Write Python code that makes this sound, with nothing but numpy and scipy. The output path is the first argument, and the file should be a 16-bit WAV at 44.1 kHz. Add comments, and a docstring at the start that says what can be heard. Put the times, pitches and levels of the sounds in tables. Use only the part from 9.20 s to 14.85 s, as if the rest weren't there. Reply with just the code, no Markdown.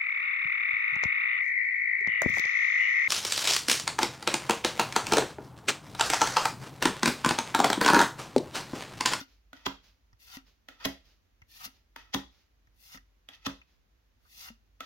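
"""A small room, a stereo microphone close to a hand-held stack of trading cards, a table just beyond.
The thumb grips the top card and slides it off with a swish; the stack flicks back as the card leaves.
The card's edge is set on a pile, scrapes, then snaps flat from under the finger and thumps the table.
A sleeve rustles as the arm returns for the next card; the room rumbles faintly."""
import sys
import numpy as np
from scipy import signal
from scipy.fft import rfft, irfft, next_fast_len
from scipy.io import wavfile
from scipy.ndimage import uniform_filter1d, map_coordinates

SR = 44100
rng = np.random.default_rng(int(sys.argv[2]) if len(sys.argv) > 2 else 0)


def unload_audio(sound):
    """Save the sound as a 16-bit wav file, at the path given as the first command line argument."""
    columns = np.transpose(np.atleast_2d(sound))
    # keep every value between -1 and 1, then stretch to whole-number steps
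    steps = np.round(np.clip(columns, -1, 1) * 32767)
    wavfile.write(sys.argv[1], SR, steps.astype(np.int16))


N = 249385
TIME = np.arange(N) / SR
AGE = np.arange(SR // 2) / SR  # seconds since a contact
GLOSS_GRAIN_DB = 2.6  # unevenness of the slips on a glossy card

# A card is drawn off: start_s, attack_s, length_s, full_speed_db, speedup_db, rim_boost_db,
# body_relative_db, hiss_relative_db, rim_hiss_boost_db
SLIDES = [(-.15, .02, 0.15, -49, 9, 5.5, 2.5, -5.5, -4), (.985, .022, 0.17, -54.5, 13, 5, 5.5, -5.5, 1),
          (2.272, 0.05, 0.18, -52.5, 13, 9.5, 4, -5.5, 4), (3.545, 0.12, .2, -57, 10.5, 5.5, 1.5, -2.5, -4),
          (5.07, 0.2, .2, -49, 4, -4.5, -3.5, -6, 2.5)]
# A card snaps flat: start_s, slap_db, rasp_db, rasp_rise_s, thump_db, ring_hz, ring_db, hiss_db,
# puff_db, puff_hz
SNAPS = [(0.4657, -16, -28, 0.014, -35, 1005, -25.5, -42, -26, 398),
         (1.6558, -18.5, -25, 0.022, -29.5, 681, -25.5, -25, -30, 476),
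         (2.946, -16, -27, 0.019, -28, 1884, -24.5, -32, -28.5, 815),
         (4.2676, -20.5, -29, 0.024, -32, 1354, -32.5, -38.5, -31.5, 253)]
# Spectra of card rubbing on card and of a hissing edge: frequency_hz, level_db
FRICTION_SPECTRUM = [(200, -13), (1000, -35), (1700, -18), (2400, -5), (3500, -2.5), (4100, 1.5), (4550, 1),
                     (5300, -3), (6300, -4.5), (8000, -6), (11000, -19), (16000, -47.5)]
HISS_SPECTRUM = [(4000, -19), (7000, -7), (9000, 2), (16000, -3)]


def card_slides():
    """Card rubs on card, louder with speed; its body sounds as it comes free, its edge hisses at the rim."""
    # The freed part of the card: frequency_hz, level_db
    body_spectrum = [(150, -10), (500, -24), (800, -5), (1330, -1), (2000, -9), (3000, 2), (5000, -31.5)]
    grip_db, release_db_per_s, rim_pass_s = 22.5, 398.5, 0.022
    body_gains_db, hiss_lags_db = 27, 4.5  # against the friction, over one slide
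    friction, body, hiss = np.zeros((3, N))
    for start, attack, length, full_db, speedup_db, rim_db, body_db, hiss_db, rim_hiss_db in SLIDES:
        age = TIME - start
        covered = 1 - np.clip(age / length, 0, 1)  # share of the card still on the stack
        grip = grip_db * np.clip(1 - age / attack, 0, 3) ** 2
        release = release_db_per_s * np.maximum(age - length, 0)
        rim = np.exp(-((age - length) / rim_pass_s) ** 2)
        level = full_db - speedup_db * covered - grip - release
        friction += amp(level + rim_db * rim)
        body += amp(level + body_db - body_gains_db * covered)
        hiss += amp(level + hiss_db + hiss_lags_db * covered + (rim_db + rim_hiss_db) * rim - .4 * release)
    swish = amp(2) * friction * bending(rub(FRICTION_SPECTRUM, GLOSS_GRAIN_DB, ring_db=8))
    swish += amp(1) * body * bending(rub(body_spectrum, GLOSS_GRAIN_DB, ring_db=4))
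    swish += amp(4.5) * friction * gloss_specks()
    swish += amp([[8], [4.5]]) * hiss * rub(HISS_SPECTRUM, GLOSS_GRAIN_DB)
    thumb_tremble = amp(1.3 * wobble(90))
    return free_end_echo(swish) * thumb_tremble


def bending(x, drift=.05, bends_per_s=7):
    """The card bends as it is pulled, so its resonances drift up and down."""
    position = np.cumsum(1 + drift * wobble(bends_per_s))
    return np.array([map_coordinates(side, [position], mode="mirror") for side in x])


def gloss_specks(per_s=61):
    """Sparse tiny catches on the gloss, of uneven size, crackle in the friction."""
    catches = (rng.random(N) < per_s / SR) * amp(3 * rng.standard_normal(N))
    speck = peaked(coloured(contact(crackle=1.2, t60=0.0034), FRICTION_SPECTRUM))
    return signal.fftconvolve(catches[None], speck, axes=1)[:, :N]


def free_end_echo(x, first_ms=1.1, last_ms=1.4, gain=0.23):
    """The echo off the card's free end comes later as it is drawn out: ripples in the swish glide down."""
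    ends = [end for start, _, length, *_ in SLIDES for end in (start, start + length)]
    drawn = np.interp(TIME, ends, [0, 1] * len(SLIDES)) ** 2  # the card speeds up
    delay_s = (first_ms + (last_ms - first_ms) * drawn) / 1000
    echo = np.array([map_coordinates(side, [(TIME - delay_s) * SR]) for side in x])
    return (x + gain * echo) / np.hypot(1, gain)


def card_snaps():
    """The bent card rasps off the fingertip in a quick swell and slaps the pile."""
    # Spectra of the slip off the finger and of the flat impact: frequency_hz, level_db
    rasp_spectrum = [(150, -20.5), (700, -3), (1400, -8), (3300, 3), (6000, -3.5), (9000, -9), (16000, -22)]
    slap_spectrum = [(100, -6.5), (300, -2), (600, -12), (1000, 5), (1350, 2), (1600, -4.5), (1950, -5.5),
                     (2500, -16), (3300, 1.5), (5000, -19.5), (9000, -19.5), (16000, -19)]
    slaps, slip, edge = np.zeros((2, N)), np.zeros(N), np.zeros(N)
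    for start, slap_db, rasp_db, rise, _, ring_hz, ring_db, hiss_db, _, _ in SNAPS:
        release = start - .004  # from here the card falls freely
        rising_db = 40 * np.minimum(TIME - release, 0) / rise
        falling_db = -20 * np.maximum(TIME - start, 0) / 0.0059
        slip += amp(rasp_db + rising_db + falling_db)
        edge += amp(hiss_db - 20 * abs(TIME - start) / 0.0039)
        slap = amp(slap_db) * peaked(coloured(contact(crackle=1.2, t60=.014), slap_spectrum))
        add(slaps, start, slap + amp(ring_db) * knock(ring_hz, t60=0.022, attack=0.00024))
    rasp = slip * rub(rasp_spectrum, grain_db=2.5, ring_db=4.5)
    return slaps + rasp + edge * rub(HISS_SPECTRUM, GLOSS_GRAIN_DB)


def table_thumps():
    """Every slap squeezes out a puff of air and sets the table top ringing, at slightly new strengths."""
    # Modes of the table under its mat: pitch_hz, level_db, t60_s
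    modes = [(62.6, -19.5, 0.54), (98, -9, 0.091), (146, -9.5, .16), (194.8, -8, .22), (273, 3.5, 0.19),
             (298, -19.5, 0.031), (372.6, -16.5, 0.19), (426, -15, 0.031), (497, -18.5, .1),
             (560, -20, 0.26), (637, -21.5, 0.23), (827, -16.5, .24), (960, -22.5, 0.081)]
    out = np.zeros(N)
    for start, _, _, _, thump_db, _, _, _, puff_db, puff_hz in SNAPS:
        add(out, start, amp(puff_db) * knock(puff_hz, t60=0.036, attack=0.00087))
        for k, (hz, mode_db, t60) in enumerate(modes):
            level_db = thump_db + mode_db + rng.standard_normal()
            add(out, start, (-1) ** k * amp(level_db) * knock(hz, t60, attack=.005))
    return out * amp([[-1.4], [1.4]])


def edge_landings():
    """The card's edge strikes the pile, rings briefly and skids to rest, catching now and then."""
    # The edge lands: start_s, click_db, ring_hz, ring_db, hollow_db, thud_db, skid_db
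    landings = [(0.331, -35.5, 1460, -38.5, -72, -48, -65), (1.4863, -34, 1425, -43.5, -46, -52.5, -61),
                (2.762, -30, 930, -39.5, -47, -56, -57.5), (4.088, -34, 3325, -46, -48.5, -57, -61.5),
                (5.606, -29, 1326, -32, -38.5, -48, -55)]
    # The edge catches on the pile: start_s, length_s, scrape_db, drag_relative_db
    scuffs = [(0.366, 0.008, -60, -10), (0.392, 0.082, -68.5, 4), (1.607, 0.072, -54.5, 7.5),
              (2.793, 0.024, -66, 1), (4.133, 0.019, -59, -12.5), (4.224, 0.021, -67.5, -3),
              (5.637, .015, -64.5, 4)]
    # Spectra of the bright scrape, the card's lower drag and the edge's click: frequency_hz, level_db
    scrape_spectrum = [(900, -33.5), (1900, -10.5), (2500, -1.5), (3500, 2), (4500, -3), (7000, -11.5),
                       (16000, -18)]
    drag_spectrum = [(150, -8.5), (500, -5.5), (950, 0.5), (1400, 0), (2000, -4.5), (2800, -19)]
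    click_spectrum = [(150, -11.5), (500, -6), (700, 1.5), (950, -2.5), (1400, -2), (2000, 1.5),
                      (2600, -6.5), (3400, 2.5), (4500, -10.5), (8000, -10.5), (16000, -20)]
    skid_db_per_s = 109
    scrape = sum(amp(db) * swell(start, 0, rise=0.0077, fall=20 / skid_db_per_s)
                 for start, *_, db in landings)
    drag = amp(4) * scrape
    for start, length, scrape_db, drag_db in scuffs:
        catch = amp(scrape_db) * swell(start, length, rise=0.014, fall=0.015)
        scrape += catch
        drag += amp(drag_db) * catch
    out = amp(.5) * scrape * rub(scrape_spectrum, grain_db=2.5, ring_db=9.5)
    out += amp(-6) * drag * rub(drag_spectrum, grain_db=0.5, ring_db=8)
    out *= amp(0.56 * wobble(130))  # the level flutters slightly
    for start, click_db, ring_hz, ring_db, hollow_db, thud_db, _ in landings:
        click = amp(click_db) * peaked(coloured(contact(crackle=1.8, t60=0.018), click_spectrum))
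        ring = amp(ring_db) * knock(ring_hz, t60=0.038, attack=.0004)
        hollow = amp(hollow_db) * knock(hz=670, t60=0.025, attack=0.00074)
        thud = amp(thud_db) * knock(hz=280, t60=.09, attack=.002)
        add(out, start, click + ring + hollow + thud)
    return out


def stack_flicks():
    """The stack springs back when the top card lets go."""
    # Each rebound: start_s, knock_db, pitch_hz, tick_db
    flicks = [(0.0127, -39.5, 274, -37.5), (1.1702, -40, 269.7, -33.5), (2.4594, -51.5, 221, -52.5),
              (2.4757, -51, 264, -45.5), (3.7469, -49.5, 195, -40.5), (3.7557, -48.5, 268, -53.5),
              (5.303, -45.5, 230, -51)]
    # The dull flap of the stack: frequency_hz, level_db
    flap_spectrum = [(100, -9.5), (350, -2), (600, 6), (1400, -13), (3000, -18)]
    out = np.zeros((2, N))
    for start, knock_db, hz, tick_db in flicks:
        flex = knock(hz, t60=0.099, attack=0.00045)
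        flex += amp(-8.5) * knock(0.76 * hz, t60=0.017, attack=0.00054)
        flap = peaked(coloured(contact(crackle=0.57, t60=0.016), flap_spectrum))
        add(out, start, amp(tick_db) * card_tick() + amp(knock_db) * (flex + flap))
    return out


def finger_taps():
    """Fingertips touch the cards: a tick, a short ring and a soft low push."""
    # Each touch: start_s, tick_db, push_db, ring_hz, ring_db, contact_s
    touches = [(0.37, -65, -63, 1430, -59, 0.00092), (.93, -55, -54, 5250, -61, 0.00048),
               (1.601, -61.5, -78, 1400, -50, 0.011), (2.2185, -51.5, -52, 2045, -50.5, 0.0012),
               (3.472, -62, -59.5, 2006, -59.5, .001), (3.774, -39.5, -59, 1860, -51.5, 0.0031),
               (4.131, -60, -75, 3240, -48, 0.005), (4.4156, -55.5, -78, 2490, -47, 0.00086),
               (5.048, -88, -76, 1320, -62, 0.0087), (5.27, -56, -68.5, 1350, -47, 0.0011),
               (5.285, -41.5, -61.5, 2850, -40, 0.0011)]
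    out = np.zeros((2, N))
    for start, tick_db, push_db, ring_hz, ring_db, contact_s in touches:
        ring = amp(ring_db) * card_note(ring_hz, contact_s)
        push = amp(push_db) * knock(hz=92.75, t60=0.068, attack=0.0021)
        add(out, start, amp(tick_db) * card_tick() + ring + push)
    return out


def card_note(hz, contact_s):
    """One damped card mode, excited by a fingertip that rubs for a moment."""
    rubbing = rng.standard_normal(len(AGE)) * AGE * np.exp(-AGE / contact_s)
    note = signal.fftconvolve(rubbing, knock(hz, t60=.014, attack=0.00023))[:len(AGE)]
    return note / abs(note).max()


def card_tick():
    """A light tap excites all the card's resonances at once."""
    return peaked(filtered(contact(crackle=1.0, t60=0.0065), card_response))


def card_response(hz):
    """The complex frequency response of a card held in the fingers."""
    # Bending resonances: centre_hz, width_hz, level_db
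    resonances = [(680, 31, -13), (980, 98, -3), (1333, 92, 6), (1921, 110, 8.5), (2520, 160, -2.5),
                  (3180, 160, -6.5), (4680, 230, -3.5), (5560, 290, -4.5)]
    return sum(amp(db) * 1j * hz * width / (centre ** 2 - hz ** 2 + 1j * hz * width)
               for centre, width, db in resonances)


def sleeve_rustle():
    """Cloth rubs softly each time the arm moves."""
    # Arm movements: start_s, length_s, level_db
    moves = [(0.088, 0.048, -68), (0.643, 0.039, -63), (1.272, 0.013, -64.5), (1.854, 0.063, -66.5),
             (2.546, 0.023, -68.5), (3.125, 0.089, -70), (4.483, .05, -74)]
    # Rubbing cloth: frequency_hz, level_db
    cloth_spectrum = [(200, 7), (1200, -0.5), (2200, 5), (5000, 6), (8000, -5.5), (16000, -6.5)]
    motion = sum(amp(db) * swell(start, length, rise=0.033, fall=.1) for start, length, db in moves)
    return motion * rub(cloth_spectrum, grain_db=1.5)


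def room_tone(split_hz=350):
    """The room's steady low rumble, with a fainter hiss above it."""
    # The quiet room: frequency_hz, level_db
    air_spectrum = [(20, -9.5), (33, -9.5), (47, 25.5), (62, 11.5), (90, 8.5), (130, -4), (270, -3.5),
                    (400, -7.5), (800, -11.5), (2000, -12.5), (6000, -19), (16000, -23.5)]
    hiss = filtered(rng.standard_normal((2, N)), lambda hz: amp(along(air_spectrum, hz)) * (hz > split_hz))
    rumble = filtered(rub(air_spectrum, grain_db=2.5), lambda hz: hz <= split_hz)
    return amp(-76) * unit(hiss) + amp(-67) * unit(rumble)


def placed(x, lead_ms, pan_db, room_db, early_db):
    """The left microphone hears the source first; near surfaces and a short diffuse tail answer."""
    # The room's decay: frequency_hz, t60_s
    decay_times = [(150, 0.32), (1000, 0.23), (4000, 0.31), (14000, 0.2)]
    # What the walls return: frequency_hz, reflected_db
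    wall_spectrum = [(100, -3.5), (400, 2), (1000, -1.5), (4000, -6.5), (12000, -3.5)]
    sides = np.array([[.5], [-.5]])
    direct = filtered(x, lambda hz: np.exp(2j * np.pi * hz * sides * lead_ms / 1000))
    hz, t, noise = signal.stft(rng.standard_normal((2, SR // 2)), SR, nperseg=256)
    decay = np.exp(-np.log(1000) * t / along(decay_times, hz)[:, None])
    tail = signal.istft(noise * decay, SR, nperseg=256)[1][:, :len(AGE)]
    tail *= 1 - np.exp(-(AGE / 0.0019) ** 2)  # reflections build up
    reflections = amp(room_db) * tail / np.linalg.norm(tail[0]) + amp(early_db) * early_echoes()
    reverb = signal.fftconvolve(x, coloured(reflections, wall_spectrum), axes=1)[:, :N]
    return direct * amp(sides * pan_db) + reverb


def early_echoes(first_s=0.0011, last_s=0.005, count=4):
    """A few distinct echoes off the hands, the table and the wall, different at each microphone."""
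    echoes = np.zeros((2, len(AGE)))
    for side in echoes:
        signs = rng.choice([-1, 1], count)
        delays = (rng.uniform(first_s, last_s, count) * SR).astype(int)
        side[delays] = signs / np.sqrt(count)
    return echoes


def rub(spectrum, grain_db, ring_db=-40):
    """Stereo friction noise of rms 1: tiny slips of uneven size; ring_db adds the card's resonances."""
    # How alike the two microphones hear it: frequency_hz, likeness (0 to 1)
    likeness = [(100, 0.89), (400, 0.44), (1300, 1), (3500, 0.22), (12000, 0.081)]

    def mid_side_response(hz):
        angle = np.arccos(np.clip(along(likeness, hz), 0, 1)) / 2
        colour = amp(along(spectrum, hz)) * np.hypot(1, amp(ring_db) * abs(card_response(hz)))
        return colour * [np.cos(angle), np.sin(angle)]

    slips = rng.standard_normal((2, N)) * amp(grain_db * wobble(1500))
    mid, side = filtered(slips, mid_side_response)
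    return unit(np.array([mid + side, mid - side]))


def contact(crackle, t60):
    """A push at both microphones, followed by a brief crackle that differs between them."""
    burst = rng.standard_normal((2, len(AGE))) * fade(t60)
    burst *= crackle / np.linalg.norm(burst[0])
    burst[:, 0] += 1
    return burst


def knock(hz, t60, attack):
    """One struck, damped mode."""
    return np.sin(2 * np.pi * hz * AGE) * fade(t60) * (1 - np.exp(-AGE / attack))


def fade(t60):
    """An exponential decay of 60 dB in t60 seconds."""
    return np.exp(-np.log(1000) * AGE / t60)


def swell(start, length, rise, fall):
    """Gain that reaches 1 at start, holds and falls; rise and fall are seconds per 20 dB."""
    outside = np.maximum((start - TIME) / rise, (TIME - start - length) / fall)
    return amp(-20 * np.clip(outside, 0, 10))


def wobble(rate):
    """A smooth random curve, rate knots a second."""
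    knots = rng.standard_normal(int(N * rate / SR) + 4)
    return map_coordinates(knots, [np.arange(N) * rate / SR])


def filtered(x, response):
    """x through a complex response, given as a function of frequency."""
    size = next_fast_len(x.shape[-1] + 8192, True)
    return irfft(rfft(x, size) * response(np.fft.rfftfreq(size, 1 / SR)), size)[..., :x.shape[-1]]


def coloured(x, spectrum, size=8192):
    """Stereo x through a minimum-phase filter shaped by (frequency_hz, level_db) points."""
    cepstrum = irfft(np.log(amp(along(spectrum, np.fft.rfftfreq(size, 1 / SR)))))
    cepstrum[1:size // 2] *= 2
    cepstrum[size // 2 + 1:] = 0
    kernel = irfft(np.exp(rfft(cepstrum)))[:size // 2]
    return signal.fftconvolve(x, kernel[None], axes=-1)[:, :x.shape[-1]]


def along(points, hz):
    """(frequency_hz, value) points read on a log axis."""
    frequencies, values = np.transpose(points)
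    return np.interp(np.log(hz + 1), np.log(frequencies + 1), values)


def add(track, start_s, sound):
    """Mix a sound into a track from start_s on."""
    start = max(round(start_s * SR), 0)
    part = sound[..., :N - start]
    track[..., start:start + part.shape[-1]] += part


def peaked(x):
    """Scaled so that its loudest millisecond has a peak near 1."""
    return x / np.sqrt(2 * uniform_filter1d(np.mean(x ** 2, axis=0), size=44).max())


def unit(x):
    """Scaled to rms 1."""
    return x / np.sqrt(np.mean(x ** 2) + 1e-20)


def amp(db):
    """Decibels to gain."""
    return 10 ** (np.asarray(db) / 20)


def scene():
    """The stack is close to the microphone and slightly left; the pile lies further off, with more room."""
    hand = placed(card_slides() + finger_taps(), lead_ms=.18, pan_db=2, room_db=-8.5, early_db=0.5)
    stack = placed(stack_flicks(), lead_ms=.18, pan_db=2.5, room_db=-14.5, early_db=-10.5)
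    edge = placed(edge_landings(), lead_ms=.08, pan_db=0, room_db=-2, early_db=-7.5)
    snaps = card_snaps()
    # The hand moves, so each snap has its own reflections.
    nearest_snap = np.argmin([abs(TIME - start) for start, *_ in SNAPS], axis=0)
    pile = sum(placed(snaps * (nearest_snap == k), lead_ms=0.12, pan_db=0, room_db=-2, early_db=-8.5)
               for k in range(len(SNAPS)))
    thumps = table_thumps()
    background = (room_tone() + sleeve_rustle()) * amp([[-.7], [.7]])
    return amp(-.5) * (hand + stack + edge + pile) + thumps + background


def record(dry):
    """The microphone has a hollow in the upper treble; nothing passes above the band limit."""
    # Microphone response: frequency_hz, gain_db
    microphone = [(20, 0), (6700, 0), (7500, -11), (9000, -12), (12000, -2.5), (15500, -2)]
    band_limit_hz = 15950
    return filtered(coloured(dry, microphone), lambda hz: hz < band_limit_hz)


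dry = scene()
out = record(dry)
unload_audio(out)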